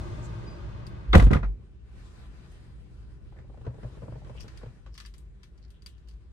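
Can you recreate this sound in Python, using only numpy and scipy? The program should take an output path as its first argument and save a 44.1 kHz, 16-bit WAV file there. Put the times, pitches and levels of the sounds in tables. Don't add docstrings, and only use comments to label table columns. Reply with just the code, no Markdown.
import sys
import numpy as np
from scipy import signal
from scipy.io import wavfile

SR = 44100
rng = np.random.default_rng(int(sys.argv[2]) if len(sys.argv) > 2 else 0)


def generate_wav(signal):
    frames = np.transpose(np.atleast_2d(signal))
    scaled = np.clip(frames, -1, 1) * 32767
    pcm = np.round(scaled).astype(np.int16)
    wavfile.write(sys.argv[1], SR, pcm)


N = 278712
TIME = np.arange(N) / SR
EDGES = 20 * 2 ** (np.arange(30) / 3)
CENTRES = np.sqrt(EDGES[1:] * EDGES[:-1])


def door():
    clatter = door_clatter()
    shell = door_shell()
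    steel = from_db(-1.0) * latch()
    panel = door_panel()
    return clatter + shell + steel + panel + boom(spread=0.25)


# start in seconds, clack in dB, knock in dB, treble slope in dB per octave.
DOOR_CONTACTS = [(1.132, -20, -19, -8), (1.14, -15.5, -20.5, -18), (1.147, -13.5, -11, -10.5),
                 (1.152, -22, -7.5, -3), (1.177, -28, -18, -3.5), (1.197, -20, -29.5, -8),
                 (1.222, -30.5, -22.5, -5), (1.241, -49.5, -36, 0.5), (1.267, -35, -26, -9.5),
                 (1.306, -30.5, -17, -16), (1.311, -35, -21.5, -5.5), (1.322, -36, -18, -14),
                 (1.331, -26.5, -27.5, -5.5), (1.347, -31, -23.5, -8.5), (1.355, -31.5, -32.5, -14),
                 (1.366, -31, -29, -19), (1.43, -34, -32.5, -13.5), (1.442, -41, -47, -10)]
# frequency in Hz, level in dB per Hz.
CLATTER_COLOUR = [(88, -30), (150, 3), (230, -4.5), (360, -9), (500, -10.5), (800, -17.5), (1200, -16),
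                  (1700, -17.5), (1950, -25), (2350, -26), (2900, -33.5), (3700, -35), (5000, -42.5),
                  (9270, -44.5), (11700, -50.5), (13900, -68.5), (15000, -64)]
# frequency in Hz, time to fall by 60 dB in seconds.
CLATTER_DECAY = [(200, 0.13), (600, 0.16), (1500, 0.16), (4000, 0.19), (12000, 0.15)]


def door_clatter():
    zones = [(700, 2500), (170, 700), (2500, 6000), (6000, 17000)]
    snap_octaves, tick_octaves = 1.5, 3
    hits = [(s, clack, knock, clack + slope * snap_octaves, clack + slope * tick_octaves)
            for s, clack, knock, slope in DOOR_CONTACTS]
    clatter = contacts(hits, zones, trims_db=[-1.2, 0.94, -0.5, 0.92], colour=CLATTER_COLOUR,
                       t60=per_band(CLATTER_DECAY), rise_s=.0011, crack_s=0.003, tail_db=-8)
    clatter = reflections(clatter, wet_db=-21.5, longest_s=0.0056)
    body = signal.sosfilt(signal.butter(1, 800, fs=SR, output="sos"), clatter)
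    treble = clatter - body
    return from_right(panned(body, left_db=-5.0) + panned(treble, left_db=3.5), lag_s=.0004)


# start in seconds, level in dB, frequency in Hz that the point of contact favours.
LATCH_STRIKES = [(1.1301, -18.5, 3500), (1.1307, -21.5, 2150), (1.1316, -19.5, 1430), (1.1375, -29.5, 3580),
                 (1.139, -22.5, 950), (1.145, -21.5, 1100), (1.15, -11.5, 1700), (1.1524, -16.5, 2520),
                 (1.198, -25, 2000), (1.313, -31, 1350), (1.331, -23, 2080), (1.333, -25.5, 1340),
                 (1.346, -23.5, 1410), (1.357, -35, 1250), (1.366, -35, 1900), (1.432, -37, 1350),
                 (1.447, -41, 1400)]
# frequency in Hz, level in dB, time to fall by 60 dB in seconds.
LATCH_MODES = [(1015, -2, .04), (1240, 0, .05), (1400, -1, .035), (1490, -4, .03), (1630, -4, .022),
               (1735, -1, .028), (1970, -1, .03), (2150, -2, .028), (2440, -3, .03), (2600, -2, .025),
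               (2900, -3, .02), (3440, 0, .028), (3760, 0, .028), (4650, -7, .018)]
CHATTER_S, CHATTER_DB, CHATTER_OCTAVES = .008, -13.5, 0.28


def latch():
    skips = []
    for s, level_db, hz in LATCH_STRIKES:
        for _ in range(3):
            later_s = s + CHATTER_S * rng.uniform(.1, 1)
            skips.append((later_s, level_db + CHATTER_DB, hz * 2 ** (CHATTER_OCTAVES * rng.standard_normal())))
    blows = LATCH_STRIKES + skips
    steel = np.array([struck(blows, LATCH_MODES, focus_db=24.5, scatter_db=2.0) for side in range(2)])
    steel = reflections(steel, wet_db=-15.5, longest_s=0.0053)
    return panned(from_right(steel, lag_s=.00015), left_db=3.0)


# frequency in Hz, level in dB, time to fall by 60 dB in seconds.
SHELL_MODES = [(284, -11, .11), (423, -17, .1), (528, -17, .13), (577, -17, .11), (704, -15, .17),
               (824, -17, .12), (935, -17, .14), (1020, -20, .14), (1174, -15, .12), (1256, -17, .13),
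               (1400, -20, .09), (1455, -19, .09), (1571, -20, .09), (1725, -25, .09), (1960, -22, .1),
               (2426, -21, .09), (3446, -29, .1)]


def door_shell():
    shell = np.array([sign * ring(DOOR_CONTACTS, SHELL_MODES, scatter_db=4.0, contact_hz=5000)
                      for sign in (1, -1)])
    shell[1] = np.roll(shell[1], int(.0003 * SR))
    return panned(from_db(-2.0) * shell, left_db=-3.0)


# start in seconds, level in dB.
DOOR_SHOVES = [(1.147, -18), (1.1565, -10), (1.191, -15), (1.218, -24), (1.27, -15), (1.311, -17.5),
               (1.326, -19.5), (1.357, -20)]
# frequency in Hz, level in dB, time to fall by 60 dB in seconds.
PANEL_MODES = [(92.3, -1, 0.15), (111.4, -9.5, 0.45), (138.4, -9.5, 0.3), (154, -5, 0.12),
               (197.2, -13, 0.055), (254, -14, 0.045)]


def door_panel():
    panel = ring(DOOR_SHOVES, PANEL_MODES, scatter_db=3.5, contact_hz=395)
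    return from_db(-1) * from_right(panned(panel, left_db=-2.4), lag_s=0.0007)


# peak time in seconds, half length in seconds, pitch in Hz, peak level in dB.
AIR_PUMPS = [(1.126, 0.036, 51, -16.5), (1.178, 0.013, 65.5, -6), (1.253, .037, 49.6, -6.5),
             (1.346, 0.025, 60.8, -18.5), (1.466, 0.068, 47.5, -21.5)]
PRESSED_S = 1.171


def boom(spread):
    pushes = np.array([from_db(level_db) * bell(s, half_s) for s, half_s, hz, level_db in AIR_PUMPS])
    level = pushes.sum(axis=0)
    pitch = np.array(AIR_PUMPS)[:, 2] @ pushes / level
    phase = 2 * np.pi * np.cumsum(pitch) / SR
    phase -= phase[int(PRESSED_S * SR)]
    return level * np.cos(phase + spread * drift(rate=12) * [[1], [-1]])


# start in seconds, knock in dB, floor pan in dB,
# treble slope in dB per octave, frequency in Hz that the spot favours.
BUMPS = [(3.323, -50.5, -48, -9.5, 731), (3.361, -49, -58.5, -19.5, 646), (3.387, -48.5, -41, -5.5, 780),
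         (3.442, -53, -65, -25, 597), (3.497, -48.5, -49.5, -22.5, 770), (3.543, -49, -63.5, -17, 780),
         (3.573, -47, -64, -8, 560), (3.612, -49, -46, -6.5, 766), (3.651, -47, -47, -5, 775),
         (3.665, -32, -25, -10, 520), (3.741, -47.5, -45, -8, 500), (3.782, -43, -54, -17, 496),
         (3.831, -38.5, -43, -8, 570), (3.841, -40.5, -28.5, -13, 493), (3.926, -51, -49, -18, 450),
         (3.971, -43.5, -59, -9, 416), (4.02, -39.5, -43, -11, 520), (4.029, -41, -42, -11, 395),
         (4.08, -37.5, -33.5, -23, 543), (4.122, -40.5, -37, -10.5, 510), (4.154, -39.5, -36.5, -21, 480),
         (4.218, -48.5, -46, -18, 776), (4.233, -53, -39, -15, 400), (4.246, -52, -44, -2.5, 450),
         (4.27, -48.5, -44, -5.5, 400), (4.295, -38, -36.5, -9, 530), (4.348, -50, -50, -14, 500),
         (4.441, -44.5, -44, -9, 417), (4.631, -39.5, -41, -8, 457), (4.659, -46.5, -34, -5.5, 393),
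         (4.862, -48, -67, -3, 1090)]
# frequency in Hz, level in dB per Hz.
BUMP_COLOUR = [(53, -33), (90, 4), (125, -15.5), (286, -22.5), (463, -19), (630, -19), (735, -41),
               (926, -25), (1590, -31), (1780, -34), (9000, -61), (11700, -89), (19800, -120)]
# frequency in Hz, level in dB, time to fall by 60 dB in seconds.
TRIM_MODES = [(329, 0, 0.13), (431, 0.5, 0.067), (482, 4, 0.044), (591, -1.5, 0.05), (779, -2, 0.037),
              (908, -9.5, 0.07), (1110, -2.5, 0.049), (1670, -12, .025)]
# frequency in Hz, level in dB, time to fall by 60 dB in seconds.
FLOOR_MODES = [(123, 2, 0.14), (145.3, -26, 0.06)]
FLOOR_LAG_S = 0.0101
THUD_OVER_KNOCK_DB = -2


def bumps():
    zones = [(250, 1000), (90, 250), (1000, 2500), (2500, 9000)]
    clack_octaves, snap_octaves = 1.5, 2.5
    slips = seat_slips()
    blows = [(s, knock, slope, hz) for s, knock, floor, slope, hz in BUMPS] + slips
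    hits = [(s, knock, knock + THUD_OVER_KNOCK_DB, knock + slope * clack_octaves, knock + slope * snap_octaves)
            for s, knock, slope, hz in blows]
    knocks = contacts(hits, zones, trims_db=[-1.5, 1.5, 1.5, 0.0], colour=BUMP_COLOUR,
                      t60=0.18, rise_s=0.0014, crack_s=0.0023, tail_db=-9)
    taps = [(s, knock, hz) for s, knock, slope, hz in blows]
    trim = np.array([struck(taps, TRIM_MODES, focus_db=21.5, scatter_db=3.5) for side in range(2)])
    floor_blows = [(s + FLOOR_LAG_S, floor) for s, knock, floor, slope, hz in BUMPS]
    thuds = ring(floor_blows, FLOOR_MODES, scatter_db=1.5, contact_hz=192.5)
    knocks = reflections(knocks, wet_db=-20.5, longest_s=0.004)
    return panned(knocks + from_db(-4.5) * trim + thuds, left_db=1.5)


def seat_slips():
    return [(s, -50.5 + 1.2 * rng.standard_normal(), -10.5, rng.uniform(430, 1200))
            for s in uneven_times(3.6, 4.7, count=16)]


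# start in seconds, snap peak in dB, brightness in dB.
KEY_CLICKS = [(0.867, -46, 5.5), (2.518, -66, 16), (4.367, -57, 0), (4.406, -41.5, 4), (4.431, -54, 7),
              (4.4802, -44.5, -3.5), (4.574, -46.5, 2), (4.9417, -55.5, 8), (4.9514, -50.5, -3.5),
              (4.9776, -38, 2), (5.0007, -38, -0.5), (5.05, -48.5, -7), (5.0605, -44, 5.5),
              (5.139, -47.5, 1.5), (5.1811, -56, 15.5), (5.4322, -46.5, 1), (5.577, -61, 4),
              (5.639, -65, -6), (5.704, -55, 8.5), (5.8215, -53.5, 3.5), (5.8616, -39.5, 5.5),
              (6.074, -61, 0), (6.0855, -52.5, 6), (6.111, -58, 0.5)]
# frequency in Hz, level in dB per Hz.
KEY_COLOUR = [(470, -45), (800, -56), (1160, 4), (1630, -7.5), (1800, 1.5), (2190, -12), (2410, 2),
              (4620, -3), (5490, -5), (9070, -1), (10500, -5), (12300, -10), (15000, -49)]
# frequency in Hz, level in dB, time to fall by 60 dB in seconds.
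KEY_MODES = [(2285, -5, 0.081), (2640, -11, 0.11), (3140, -7, 0.015), (4370, -6, 0.055), (4690, 7, 0.037),
             (5140, 2, 0.023), (6870, -2, 0.028), (8700, 2, 0.026), (11900, -15, 0.022)]
KEY_CLACK_DB, KEY_TICK_DB = -5.5, -18
KEY_PITCH_HZ, KEY_BRIGHT_DB_PER_OCTAVE = 4280, 23


def key_fob():
    zones = [(2500, 7000), (800, 2500), (7000, 17000)]
    turns = [(s, -63.5 + 1.46 * rng.standard_normal(), 0) for s in uneven_times(5.55, 6.15, count=5)]
    touches = KEY_CLICKS + turns
    hits = [(s, snap, snap + KEY_CLACK_DB - bright, snap + KEY_TICK_DB + bright) for s, snap, bright in touches]
    clicks = contacts(hits, zones, trims_db=[-9, -5.5, -1], colour=KEY_COLOUR,
                      t60=0.18, rise_s=.0001, crack_s=0.0022, tail_db=-7)
    taps = [(s, snap, KEY_PITCH_HZ * 2 ** (bright / KEY_BRIGHT_DB_PER_OCTAVE)) for s, snap, bright in touches]
    shell = np.array([struck(taps, KEY_MODES, focus_db=7.5, scatter_db=4.0) for side in range(2)])
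    rubs = np.array([scuffs(width_share=0.29, grain_db=7.0) for side in range(2)])
    fob = reflections(clicks + from_db(-14.0) * shell + rubs, wet_db=-13.0, longest_s=0.0086)
    return panned(fob, left_db=3.5)


# peak time in seconds, pitch in Hz, level in dB.
SCUFFS = [(0.25, 6950, -59.5), (3.39, 1780, -64.5), (3.66, 1250, -61), (3.832, 1450, -62),
          (4.395, 2820, -57), (4.415, 5400, -56), (4.957, 5100, -61), (5.055, 5160, -63.5),
          (5.646, 4530, -68), (5.758, 3200, -71.5), (5.951, 3050, -71), (6.091, 4580, -71.5)]
SCUFF_HALF_S, SCUFF_CATCHES_PER_S = 0.022, 770


def scuffs(width_share, grain_db):
    out = np.zeros(N)
    for s, hz, level_db in SCUFFS:
        caught = rng.random(N) < SCUFF_CATCHES_PER_S / SR
        sizes = from_db(grain_db * rng.standard_normal(N))
        catches = caught * sizes * rng.choice([-1, 1], N) + 1e-18
        peak = signal.iirpeak(hz, 1 / width_share, fs=SR)
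        rub = signal.lfilter(*peak, signal.lfilter(*peak, catches))
        out += from_db(level_db) * bell(s, SCUFF_HALF_S) * rms_one(rub)
    return out


# start in seconds, length in seconds, hiss in dB, murmur in dB.
SLIDES = [(1.97, 0.61, -63, -48), (2.65, 0.65, -73, -49), (3.368, 0.49, -74, -47), (3.81, 0.5, -65, -45.5),
          (4.352, 0.3, -63.5, -46)]
# frequency in Hz, level in dB per Hz.
CLOTH_COLOUR = [(240, -25), (400, -4), (600, -6.5), (800, -9), (1030, -5), (1400, -7), (1940, -10),
                (2700, -12.5), (4900, -18.5), (6200, -23), (8700, -21), (15000, -51)]
# frequency in Hz, level in dB per Hz.
MURMUR_COLOUR = [(12, -54), (20, -29.5), (37, -9), (59, 1), (70, -1), (85, -11), (100, -15), (120, -2),
                 (155, -20), (193, -11), (222, -22), (370, -21.5), (431, -28), (561, -36), (800, -45.5),
                 (1040, -63), (1760, -120)]
SLIDE_RISE_DB_PER_S, SLIDE_FALL_DB_PER_S, HISS_DB = 101, 46, -75
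CLOTH_PATCHY_DB, CLOTH_FOLDS_PER_S = 1.8, 16
AIR_HZ, AIR_WIDTH_HZ = 52.8, 16
AIR_DB, AIR_OPEN_DB, AIR_FADE_DB_PER_S = -49, -40, 12
MURMUR_DB, MURMUR_OPEN_DB, SETTLE_DB_PER_S = -52.5, -41.5, 40.5
DOOR_SHUT_S = 1.47


def cabin(bands):
    slides = np.array([swell(s, length_s, SLIDE_RISE_DB_PER_S, SLIDE_FALL_DB_PER_S)
                       for s, length_s, hiss_db, murmur_db in SLIDES])
    slide_hiss, slide_murmur = (np.max(from_db(level_db)[:, None] * slides, axis=0)
                                for level_db in np.transpose(SLIDES)[2:])

    air_level = np.hypot(from_db(AIR_DB), from_db(AIR_OPEN_DB - AIR_FADE_DB_PER_S * TIME))
    air = air_level * narrow_noise(AIR_HZ, AIR_WIDTH_HZ)

    open_murmur = from_db(MURMUR_OPEN_DB) * swell(0, DOOR_SHUT_S, 0, SETTLE_DB_PER_S)
    murmur_level = np.hypot(from_db(MURMUR_DB), np.hypot(open_murmur, slide_murmur))
    murmur = murmur_level * np.tensordot(band_gains(MURMUR_COLOUR), bands, 1)[:, ::-1]

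    folds = sum(gain * from_db(CLOTH_PATCHY_DB * drift(rate=CLOTH_FOLDS_PER_S)) * band
                for gain, band in zip(band_gains(CLOTH_COLOUR), bands))
    waver = from_db(drift(rate=31) + drift(rate=3.9))
    cloth = reflections(np.hypot(from_db(HISS_DB), slide_hiss) * waver * folds, wet_db=-10.5, longest_s=0.013)
    return panned(air, left_db=2.5) + panned(murmur, left_db=0.1) + panned(cloth, left_db=2.5)


# frequency in Hz, level in dB per Hz.
STREET_COLOUR = [(41, -44.5), (70, -9.5), (128, 2), (161, -20.5), (201, 2), (246, -36), (345, -15),
                 (422, -20), (1330, -26.5), (1820, -34.5), (4170, -40.5), (4770, -42), (8950, -49.5),
                 (13700, -69.5), (15000, -72.5)]
# frequency in Hz, loss in dB per second.
STREET_FADE = [(120, 7.5), (400, 10), (1500, 4), (4000, 6.5), (9000, 17.5)]
# frequency in Hz, width in Hz, level in dB.
DRONE = [(118.9, 2.1, -46), (294.4, 9.6, -56), (347.5, 6.9, -54)]
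STREET_DB, SEALING_S = -38, 0.44
DRONE_DB, DRONE_FADE_DB_PER_S = 2.5, 11


def street(bands):
    hiss = sum(gain * from_db(STREET_DB - fade * TIME) * band
               for gain, fade, band in zip(band_gains(STREET_COLOUR), per_band(STREET_FADE), bands))
    tones = sum(from_db(tone_db) * narrow_noise(hz, width_hz) for hz, width_hz, tone_db in DRONE)
    drone = from_db(DRONE_DB - DRONE_FADE_DB_PER_S * TIME) * tones
    outside = reflections(hiss, wet_db=-13.0, longest_s=0.0068) + drone + chirp()
    door_open = np.clip((DOOR_SHUT_S - TIME) / SEALING_S, 0, 1)
    return door_open * panned(from_right(outside, lag_s=0.00045), left_db=1.2)


CHIRP_S, CHIRP_HZ, CHIRP_SAG_HZ_PER_S = .48, 4870, 900
CHIRP_DB, CHIRP_RISE_DB_PER_S, CHIRP_FALL_DB_PER_S = -57.5, 1200, 150


def chirp():
    hz = CHIRP_HZ - CHIRP_SAG_HZ_PER_S * np.clip(TIME - CHIRP_S, 0, 1)
    phase = 2 * np.pi * np.cumsum(hz) / SR
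    level = from_db(CHIRP_DB + 5.3 * drift(rate=90))
    return level * swell(CHIRP_S, 0, CHIRP_RISE_DB_PER_S, CHIRP_FALL_DB_PER_S) * np.sin(phase)


def contacts(hits, zones, trims_db, colour, t60, rise_s, crack_s, tail_db):
    size = SR // 3
    t = np.arange(size) / SR
    noise = noise_bands(size=4 * size)
    out = np.zeros((2, N + size))
    hz = CENTRES[:, None]
    crack = np.exp(-t / (crack_s + 1 / hz))
    tail = from_db(tail_db) * np.exp(-np.log(1000) * t / np.reshape(t60, (-1, 1)))
    shape = (crack + tail) * (1 - np.exp(-t / (rise_s + .5 / hz)))
    shares = np.array([band_gains(colour) * ((CENTRES >= low) & (CENTRES < high)) for low, high in zones])
    shares /= np.linalg.norm(shares, axis=1, keepdims=True)
    for (s, *levels_db), start in zip(hits, rng.integers(0, 2 * size, len(hits))):
        burst = noise[:, :, start:start + size] * shape[:, None]
        even = np.sqrt(2 * np.sum(shape ** 2, axis=1) / np.einsum("bcn,bcn->b", burst, burst))
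        gains = from_db(np.add(levels_db, trims_db)) @ shares * even
        at = int(s * SR)
        out[:, at:at + size] += np.tensordot(gains, burst, 1)
    return out[:, :N]


def struck(blows, modes, focus_db, scatter_db):
    s, level_db, favoured_hz = np.transpose(blows)
    out = np.zeros(N)
    for k, mode in enumerate(modes):
        octaves_off = np.abs(np.log2(mode[0] / favoured_hz))
        hits = np.column_stack([s, level_db - focus_db * octaves_off])
        out += (-1) ** k * ring(hits, [mode], scatter_db, contact_hz=9000)
    return out


def ring(hits, modes, scatter_db, contact_hz):
    s, level_db = np.transpose(hits)[:2]
    out = np.zeros(N)
    for hz, mode_db, t60 in modes:
        clicks = np.full(N, 1e-18)
        clicks[(s * SR).astype(int)] = from_db(level_db + mode_db + scatter_db * rng.standard_normal(len(s)))
        r = from_db(-60 / (t60 * SR))
        w = 2 * np.pi * hz / SR
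        out += signal.lfilter([0, np.sin(w)], [1, -2 * r * np.cos(w), r * r], clicks)
    return signal.sosfilt(signal.butter(2, min(contact_hz, SR / 3), fs=SR, output="sos"), out)


def reflections(x, wet_db, longest_s):
    bright = signal.sosfilt(signal.butter(2, 600, "high", fs=SR, output="sos"), x)
    out = x.copy()
    for side in range(2):
        lags = (rng.uniform(.15, 1, 6) * longest_s * SR).astype(int) + 1
        for k, lag in enumerate(lags):
            out[side, lag:] += (-1) ** k * from_db(wet_db) * bright[side, :-lag]
    return out


# frequency in Hz, likeness from -1 (opposite) to 1 (same).
LIKENESS = [(30, 0.32), (60, 0.27), (130, 0.98), (290, 0.36), (640, 0.28), (1410, 0.18), (3100, -0.31),
            (7000, -0.0092), (15000, 0.56)]


def noise_bands(size):
    run_in = SR // 4
    white = rng.standard_normal((2, 2, size + run_in))
    bands = []
    for k, alike in enumerate(np.clip(per_band(LIKENESS), -.99, .99)):
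        sos = signal.butter(2, EDGES[k:k + 2], "band", fs=SR, output="sos")
        mid, side = signal.sosfilt(sos, white[k % 2])[:, run_in:]
        bands.append(rms_one(np.sqrt(1 + alike) * mid + np.sqrt(1 - alike) * side * [[1], [-1]]))
    return np.array(bands)


def narrow_noise(hz, width_hz):
    peak = signal.iirpeak(hz, hz / width_hz, fs=SR)
    noise = rng.standard_normal(N + SR)
    return rms_one(signal.lfilter(*peak, signal.lfilter(*peak, noise))[SR:])


def per_band(points):
    hz, value = np.transpose(points)
    return np.interp(np.log(CENTRES), np.log(hz), value)


def band_gains(colour):
    gains = from_db(per_band(colour)) * np.sqrt(np.diff(EDGES))
    return gains / np.linalg.norm(gains)


def drift(rate):
    knots = rng.standard_normal(2000)
    return np.interp(TIME * rate, np.arange(len(knots)), knots)


def swell(start_s, hold_s, rise_db_per_s, fall_db_per_s):
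    before = np.maximum(start_s - TIME, 0)
    after = np.maximum(TIME - start_s - hold_s, 0)
    return from_db(-rise_db_per_s * before - fall_db_per_s * after)


def bell(s, half_s):
    return np.exp(-np.minimum(((TIME - s) / half_s) ** 2, 60))


def uneven_times(from_s, to_s, count):
    return from_s + (to_s - from_s) * (np.arange(count) + rng.random(count)) / count


def from_right(x, lag_s):
    return np.array([np.interp(TIME - lag_s, TIME, x[0]), x[1]])


def panned(x, left_db):
    return x * from_db([[left_db / 2], [-left_db / 2]])


def from_db(db):
    return 10 ** (np.asarray(db) / 20)


def rms_one(x):
    return x / np.sqrt(np.mean(x ** 2) + 1e-20)


def scene():
    bands = noise_bands(size=N)
    return door() + bumps() + key_fob() + street(bands) + cabin(bands)


# frequency in Hz, width in Hz.
PORT_DIPS = [(10300, 760), (13700, 590)]


def record(dry):
    for hz, width_hz in PORT_DIPS:
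        dry = signal.lfilter(*signal.iirnotch(hz, hz / width_hz, fs=SR), dry)
    rounded = dry / (1 + (dry / .95) ** 6) ** (1 / 6)
    return signal.sosfilt(signal.ellip(10, .1, 80, 15900, fs=SR, output="sos"), rounded)


dry = scene()
out = record(dry)
generate_wav(out)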